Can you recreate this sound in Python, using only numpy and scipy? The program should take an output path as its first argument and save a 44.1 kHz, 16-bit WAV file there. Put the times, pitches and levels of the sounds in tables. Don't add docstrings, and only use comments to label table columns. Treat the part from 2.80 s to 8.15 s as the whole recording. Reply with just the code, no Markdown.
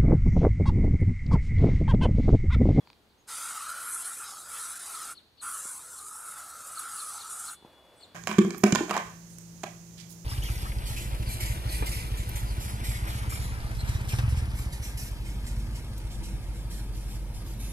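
import sys
import numpy as np
from scipy import signal
from scipy.fft import rfft, irfft
from scipy.io import wavfile
from scipy.ndimage import map_coordinates

SR = 44100
rng = np.random.default_rng(int(sys.argv[2]) if len(sys.argv) > 2 else 0)


def master(y):
    cut = np.clip(np.atleast_2d(y).T, -1, 1)
    pcm = np.round(cut * 32767)
    wavfile.write(sys.argv[1], SR, pcm.astype(np.int16))


N = 235802
T = np.arange(N) / SR


def gain_of(db):
    return 10 ** (np.asarray(db) / 20)


def evened(x):
    return x / np.sqrt(np.mean(x ** 2) + 1e-20)


def read(points, hz):
    f, value = np.transpose(points)
    return np.interp(np.log(hz + 1), np.log(f + 1), value)


def follow(curves):
    return np.interp(T, *np.vstack(curves).T)


def add(mix, s, sound):
    part = mix[max(round(s * SR), 0):][:len(sound)]
    part += sound[:len(part)]


def noise(spectrum):
    hz = np.fft.rfftfreq(N, 1 / SR)
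    below, above = (spectrum[0][0] / 2, -70), (spectrum[-1][0] * 2, -70)
    shape = gain_of(read([below, *spectrum, above], hz))
    return evened(irfft(rfft(rng.standard_normal(N)) * shape, N))


def wander(rate_hz):
    hz = np.fft.rfftfreq(N, 1 / SR)
    return evened(irfft(rfft(rng.standard_normal(N)) * np.exp(-(hz / rate_hz) ** 2), N))


def resonate(x, hz, width_hz):
    turn = np.exp(2j * np.pi * np.cumsum(hz) / SR)
    r = np.exp(-np.pi * width_hz / SR)
    return 2 * (turn * signal.lfilter([1 - r], [1, -r], x / turn)).real


def delayed(x, delay_s):
    return map_coordinates(x, [(T - delay_s) * SR], order=3, mode="mirror")


def ring(modes, tilt_db=0):
    t = np.arange(SR // 10) / SR
    partials = []
    for hz, db, t60 in modes:
        level_db = db + tilt_db * np.log2(hz / 2000) - 60 * t / t60
        partials.append(gain_of(level_db) * np.sin(2 * np.pi * hz * t))
    return sum(partials[::2]) - sum(partials[1::2])


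def trees(x, t60):
    t = np.arange(SR) / SR
    late = t > .008
    tail = rng.standard_normal((2, SR)) * gain_of(-60 * t / t60) * late
    return signal.fftconvolve(x[None], tail / np.linalg.norm(tail[0]), axes=1)[:, :N]


# frequency_hz, relative density_db (per Hz)
FOREST_SPECTRUM = [(20, -4), (35, -4), (90, 1), (200, -1), (350, -1), (500, -4.5), (850, -6), (1200, -9),
                   (2300, -13), (3500, -12), (4400, -12.5), (5400, -19.5), (7500, -23), (15500, -26.5)]
# frequency_hz, correlation (0-1)
EAR_LIKENESS = [(30, .75), (500, .72), (1000, .55), (2200, .15), (4200, .15), (6500, .85), (14000, .92)]
FOREST_DB, FOREST_SWELL_DB, FOREST_SWELL_HZ = -65, .8, 1.9


def forest():
    likeness = np.clip(read(EAR_LIKENESS, np.fft.rfftfreq(N, 1 / SR)), 0, 1)
    mid = irfft(rfft(noise(FOREST_SPECTRUM)) * np.sqrt((1 + likeness) / 2), N)
    side = irfft(rfft(noise(FOREST_SPECTRUM)) * np.sqrt((1 - likeness) / 2), N)
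    air = np.array([mid + side, mid - side])
    drone_hz = np.full(N, 70.)
    drone = evened(resonate(resonate(rng.standard_normal(N), drone_hz, 22), drone_hz, 22))
    swell_db = FOREST_SWELL_DB * wander(FOREST_SWELL_HZ)
    return gain_of(FOREST_DB + swell_db) * air + gain_of(-77.5) * drone


# time_s, pitch_hz, level_db
WHISTLE_CURVE = [(4.3, 3455, -65), (4.55, 3420, -65.5), (4.75, 3460, -61.5), (4.85, 3430, -65.5),
                 (4.95, 3420, -63), (5.15, 3430, -64.5), (5.35, 3420, -67.5)]


def whistle():
    s, hz, db = np.transpose(WHISTLE_CURVE)
    pitch_hz = np.interp(T, s, hz) + 6 * wander(40.0)
    phase = 2 * np.pi * np.cumsum(pitch_hz) / SR
    note = np.sin(phase) + gain_of(-11) * np.sin(.853 * phase)
    level_db = np.interp(T, s, db, left=-120) + 1.9 * wander(25)
    return gain_of(level_db) * note


# start_s, length_s, level_db, first_hz, middle_hz, last_hz,
# warble_depth_hz, warble_rate_hz, direct_share (0-1, of the power)
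BIRD_NOTES = [(0.0, 0.045, -66, 3380, 3390, 3310, 10, 34, 0.7),
              (0.044, 0.061, -62, 4600, 4320, 3760, 330, 62, .12),
              (0.288, .05, -68, 4600, 4150, 3500, 300, 92, 0.6),
              (0.372, 0.06, -69, 5750, 6650, 6250, 20, 39, 0.85),
              (5.147, .13, -61.5, 9000, 8100, 7600, 780, 38, .85)]


def birds():
    direct, scattered = np.zeros((2, N))
    for s, length, db, first, middle, last, depth, rate, share in BIRD_NOTES:
        t = np.arange(0, length, 1 / SR)
        arch_hz = np.polyval(np.polyfit([0, .5, 1], [first, middle, last], 2), t / length)
        pitch_hz = arch_hz - depth * np.cos(2 * np.pi * rate * t + np.pi / 6)
        tone = np.sin(2 * np.pi * np.cumsum(pitch_hz) / SR)
        note = gain_of(db) * tone * signal.windows.tukey(len(t), .5)
        share = np.clip(share, 0, 1)
        add(direct, s, np.sqrt(share) * note)
        add(scattered, s, np.sqrt(1 - share) * note)
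    return direct + trees(scattered, t60=0.34)


# start_s, relative level_db
CHIP_TIMES = [(1.215, -68), (1.52, -72), (1.782, -67), (2.112, -51), (2.337, -50.5), (2.566, -52),
              (3.15, -55), (3.942, -47.5), (4.162, -46), (4.373, -48.5), (4.647, -48), (5.194, -51)]
# time_s, pitch_hz, relative level_db
CHIP_GLIDE = [(0, 5400, -18), (.007, 4400, -3), (.016, 2800, -6), (.02, 3600, -30), (.024, 4550, 0),
              (.036, 4100, 2), (.046, 3550, -1), (.053, 2200, -15), (.06, 1500, -12), (.066, 1400, -30)]
# relative level_db, t60_s
CHIP_SCATTER = [(-1, 0.044), (-5, 0.91)]
CHIP_PAN_DB, CHIP_LAG_S, CHIP_DIRECT_DB = 2.5, .00003, -9


def chips():
    s, hz, db = np.transpose(CHIP_GLIDE)
    t = np.arange(0, s[-1], 1 / SR)
    phase = 2 * np.pi * np.cumsum(np.interp(t, s, hz)) / SR
    chip = gain_of(np.interp(t, s, db)) * np.sin(phase)
    song = np.zeros(N)
    for start, level_db in CHIP_TIMES:
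        add(song, start, gain_of(level_db) * chip)
    ears = np.array([song, delayed(song, CHIP_LAG_S)])
    direct = ears * gain_of([[CHIP_PAN_DB], [-CHIP_PAN_DB]])
    scattered = sum(gain_of(echo_db) * trees(song, t60) for echo_db, t60 in CHIP_SCATTER)
    return gain_of(CHIP_DIRECT_DB) * direct + scattered


# time_s, relative level_db
CLOTH_CURVE = [(4.77, -66), (4.82, -70), (4.845, -63.5), (4.86, -58.5), (4.9, -61), (5.0, -62.5),
               (5.1, -61), (5.2, -61.5), (5.35, -67)]
# frequency_hz, relative density_db (per Hz)
CLOTH_SPECTRUM = [(100, -40), (280, -3), (580, 1.5), (950, -3), (1400, -11), (2500, -15), (6000, -26.5),
                  (11000, -25), (15500, -35)]


def cloth_slide():
    level_db = np.interp(T, *np.transpose(CLOTH_CURVE), left=-120) + 1.5 * wander(60)
    return gain_of(0.5) * noise(CLOTH_SPECTRUM) * gain_of(level_db)


# start_s, relative level_db, tilt_db (per octave)
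GRIP_TICKS = [(0.0735, -51, -1), (0.1017, -47.5, 2.5), (0.1308, -54.5, 6)]
# frequency_hz, relative level_db, t60_s
PLASTIC_MODES = [(935, 6.5, 0.012), (2450, 2, 0.01), (3300, 0.5, 0.0056), (4760, 5.5, 0.0026)]


def grip_ticks():
    out = np.zeros(N)
    soften = signal.butter(2, 5500, fs=SR, output="sos")
    for s, db, tilt_db in GRIP_TICKS:
        add(out, s, gain_of(db) * signal.sosfilt(soften, ring(PLASTIC_MODES, tilt_db)))
    return out


# start_s, relative level_db
CLOTH_BUMPS = [(2.853, -42.5), (4.825, -47), (4.8479, -38)]
# frequency_hz, relative level_db, t60_s
CLOTH_MODES = [(192, 0.5, 0.017), (440, 4, 0.007), (920, -2, 0.016)]


def cloth_bumps():
    out = np.zeros(N)
    padding = signal.butter(2, [70, 1300], "bandpass", fs=SR, output="sos")
    for s, db in CLOTH_BUMPS:
        add(out, s, gain_of(db) * signal.sosfilt(padding, ring(CLOTH_MODES)))
    return out


# time_s, relative level_db
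TONE_LEVEL = [
    [(0.5, -48.5), (0.874, -40.5), (1.152, -42.5), (1.208, -52), (1.316, -44.5), (1.36, -63),
     (1.422, -43.5), (1.64, -52.5), (1.838, -42), (2.06, -57), (2.156, -44), (2.32, -47.5)],
    [(2.64, -45.5), (2.67, -37.5), (2.79, -43), (2.81, -53.5), (2.88, -50), (2.95, -58.5), (3.48, -47.5),
     (3.89, -49.5), (4.04, -40.5), (4.49, -50), (4.7, -45.5), (4.74, -54)],
]
# time_s, pitch_hz
TONE_PITCH = [
    [(0.5, 1330), (0.758, 1299), (0.966, 1379), (1.442, 1306), (1.558, 1272), (1.686, 1337), (2.08, 1360),
     (2.188, 1260), (2.32, 1354)],
    [(2.64, 1310), (2.76, 1288), (2.94, 1424), (3.0, 1260), (3.11, 1376), (3.24, 1247), (3.38, 1322),
     (3.89, 1304), (4.74, 1320)],
]
NOZZLE_HZ, NOZZLE_SWING, NOZZLE_WAVER_HZ = 1320, 1.5, 22


def nozzle():
    swing_hz = NOZZLE_SWING * (follow(TONE_PITCH) - NOZZLE_HZ)
    pitch_hz = NOZZLE_HZ + swing_hz + NOZZLE_WAVER_HZ * wander(7)
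    narrow = resonate(rng.standard_normal(N), pitch_hz, width_hz=150)
    tone = resonate(narrow, pitch_hz, width_hz=240)
    flutter_db = 1.5 * wander(60)
    return gain_of(follow(TONE_LEVEL) + flutter_db - 0.24) * evened(tone)


USUAL_HISS_DB, USUAL_RUSH_DB = -42, -60
# frequency_hz, relative density_db (per Hz)
LOWER_RUSH_SPECTRUM = [(150, -15), (420, -7), (650, -3), (900, 5), (1300, 6), (1750, 1), (2200, -2.5),
                       (2700, -3), (3400, -6), (4500, -15)]
BOTTOM_DB, BOTTOM_WITH_RUSH = -53, 0.2


def lower_rush(level_db):
    whole = noise(LOWER_RUSH_SPECTRUM)
    bottom = signal.sosfiltfilt(signal.butter(2, 1300, fs=SR, output="sos"), whole)
    top = whole - bottom
    bottom_db = BOTTOM_DB + BOTTOM_WITH_RUSH * (level_db - USUAL_RUSH_DB)
    return gain_of(bottom_db) * bottom + gain_of(level_db + 7.0) * top


# frequency_hz, relative density_db (per Hz)
UPPER_RUSH_SPECTRUM = [(2400, -28), (3200, -5), (3800, 4), (4500, 2), (5100, 6), (5600, 0.5), (6400, 5),
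                       (7300, 2), (8800, -17)]


def upper_rush(level_db):
    return gain_of(level_db + 0.4) * noise(UPPER_RUSH_SPECTRUM)


# frequency_hz, relative density_db (per Hz)
MIST_SPECTRUM = [(9500, -61), (11000, 3.5), (11700, 4.5), (12600, -2), (13500, -7.5), (15600, -12),
                 (18000, -22)]
MIST_DB, MIST_WITH_HISS, MIST_WITH_RUSH = -53, 0.33, 0.24


def mist(hiss_db, lower_db):
    from_hiss_db = MIST_WITH_HISS * (hiss_db - USUAL_HISS_DB)
    from_rush_db = MIST_WITH_RUSH * (lower_db - USUAL_RUSH_DB)
    return gain_of(MIST_DB + from_hiss_db + from_rush_db) * noise(MIST_SPECTRUM)


# frequency_hz, relative density_db (per Hz)
HISS_SPECTRUM = [(4500, -30), (5800, -11.5), (6600, -7), (7400, -1.5), (8400, 3.5), (8850, -1.5),
                 (9450, 5.5), (10200, 1.5), (11000, -1), (12000, -53), (13500, -57)]
HISS_HZ = 9185
HISS_CENTRE_HZ, BRIGHTEN_HZ_PER_DB = 9076, 40
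DRIFT_HZ, DRIFT_RATE_HZ = 220, 4


def hiss(level_db):
    brighten_hz = BRIGHTEN_HZ_PER_DB * (level_db - USUAL_HISS_DB)
    centre_hz = HISS_CENTRE_HZ + brighten_hz + DRIFT_HZ * wander(DRIFT_RATE_HZ)
    delay_s = np.cumsum(1 - centre_hz / HISS_HZ) / SR
    return gain_of(level_db + 0.03) * delayed(noise(HISS_SPECTRUM), delay_s)


def near_echoes(x, share, sweep, sweep_hz):
    delays = np.geomspace(.0006, .0028, num=7)
    sizes = [share * np.tanh(wander(2 * sweep_hz)) for _ in delays]
    copies = [size * delayed(x, d * np.exp(sweep * wander(sweep_hz))) for size, d in zip(sizes, delays)]
    return (x + sum(copies)) / np.sqrt(1 + sum(size ** 2 for size in sizes))


# opens_s, shuts_s
VALVE_TIMES = [(0.467, 2.353), (2.605, 4.771)]


def valve(open_s, shut_s):
    travel = np.zeros(N)
    for on, off in VALVE_TIMES:
        travel += np.clip((T - on) / open_s, 0, 1) * np.clip((off - T) / shut_s, 0, 1)
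    return np.sin(np.pi / 2 * travel) ** 2


# time_s, relative level_db
HISS_CURVE = [
    [(0.52, -42), (0.55, -38), (0.95, -45.5), (1.146, -35), (1.658, -49.5), (1.742, -40), (2.32, -43)],
    [(2.65, -40.5), (2.88, -37.5), (3.02, -46.5), (3.5, -43), (3.73, -49.5), (3.98, -42), (4.1, -43),
     (4.16, -38), (4.48, -47.5), (4.51, -39.5), (4.69, -42), (4.74, -44)],
]
# time_s, relative level_db
UPPER_CURVE = [
    [(0.53, -46.5), (1.008, -50), (1.172, -60), (1.252, -48), (1.292, -54.5), (1.422, -57), (1.462, -46.5),
     (1.67, -56), (1.806, -48.5), (1.956, -51.5), (2.244, -48), (2.32, -54.5)],
    [(2.66, -55.5), (3.41, -60.5), (3.59, -56), (3.92, -57), (3.96, -55.5), (4.4, -50), (4.56, -57.5),
     (4.7, -54), (4.72, -65)],
]
# time_s, relative level_db
LOWER_CURVE = [
    [(0.52, -54), (0.57, -52.5), (1.452, -58.5), (1.622, -72), (1.762, -50.5), (1.808, -59), (2.32, -56)],
    [(2.66, -55.5), (3.21, -74.5), (3.6, -60.5), (3.72, -68.5), (4.06, -58.5), (4.47, -66), (4.72, -61.5)],
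]
# time_s, change_db, length_s (centre to 1/e of the change)
JET_SPITS = [(0.9, 5, 0.009), (1.098, 3, 0.0014), (1.177, 0, 0.0027), (1.242, -7, 0.0029),
             (1.947, -6.5, 0.0051), (1.957, 0, .005), (1.988, -11, 0.0039), (3.188, 4.5, 0.0031),
             (3.284, 4, 0.0022), (3.996, 7, 0.0051)]


def spray():
    hiss_db, upper_db, lower_db = follow(HISS_CURVE), follow(UPPER_CURVE), follow(LOWER_CURVE)
    sputter_db = wander(44) + wander(550)
    spits_db = sum(db * np.exp(-((T - at) / length) ** 2) for at, db, length in JET_SPITS)
    fizz = hiss(hiss_db) + mist(hiss_db, lower_db)
    rush = upper_rush(upper_db) + lower_rush(lower_db)
    jet = fizz * gain_of(sputter_db + spits_db) + rush * gain_of(0.28 * sputter_db + .4 * spits_db)
    jet = near_echoes(jet, share=.52, sweep=.13, sweep_hz=3.2)
    tone = nozzle() * gain_of(.4 * spits_db)
    return (jet + tone) * valve(open_s=0.035, shut_s=0.042)


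def scene():
    wash = gain_of(-21.5) * trees(spray(), t60=0.28)[0]
    handling = cloth_slide() + grip_ticks() + cloth_bumps()
    left_whistle = whistle() * gain_of([[1.5], [-1.5]])
    return forest() + left_whistle + birds() + chips() + handling + wash + spray()


def record(dry):
    lowpass = signal.firwin(511, 15700, window=("kaiser", 9), fs=SR)
    return signal.oaconvolve(dry, lowpass[None], "same")


dry = scene()
out = record(dry)
master(out)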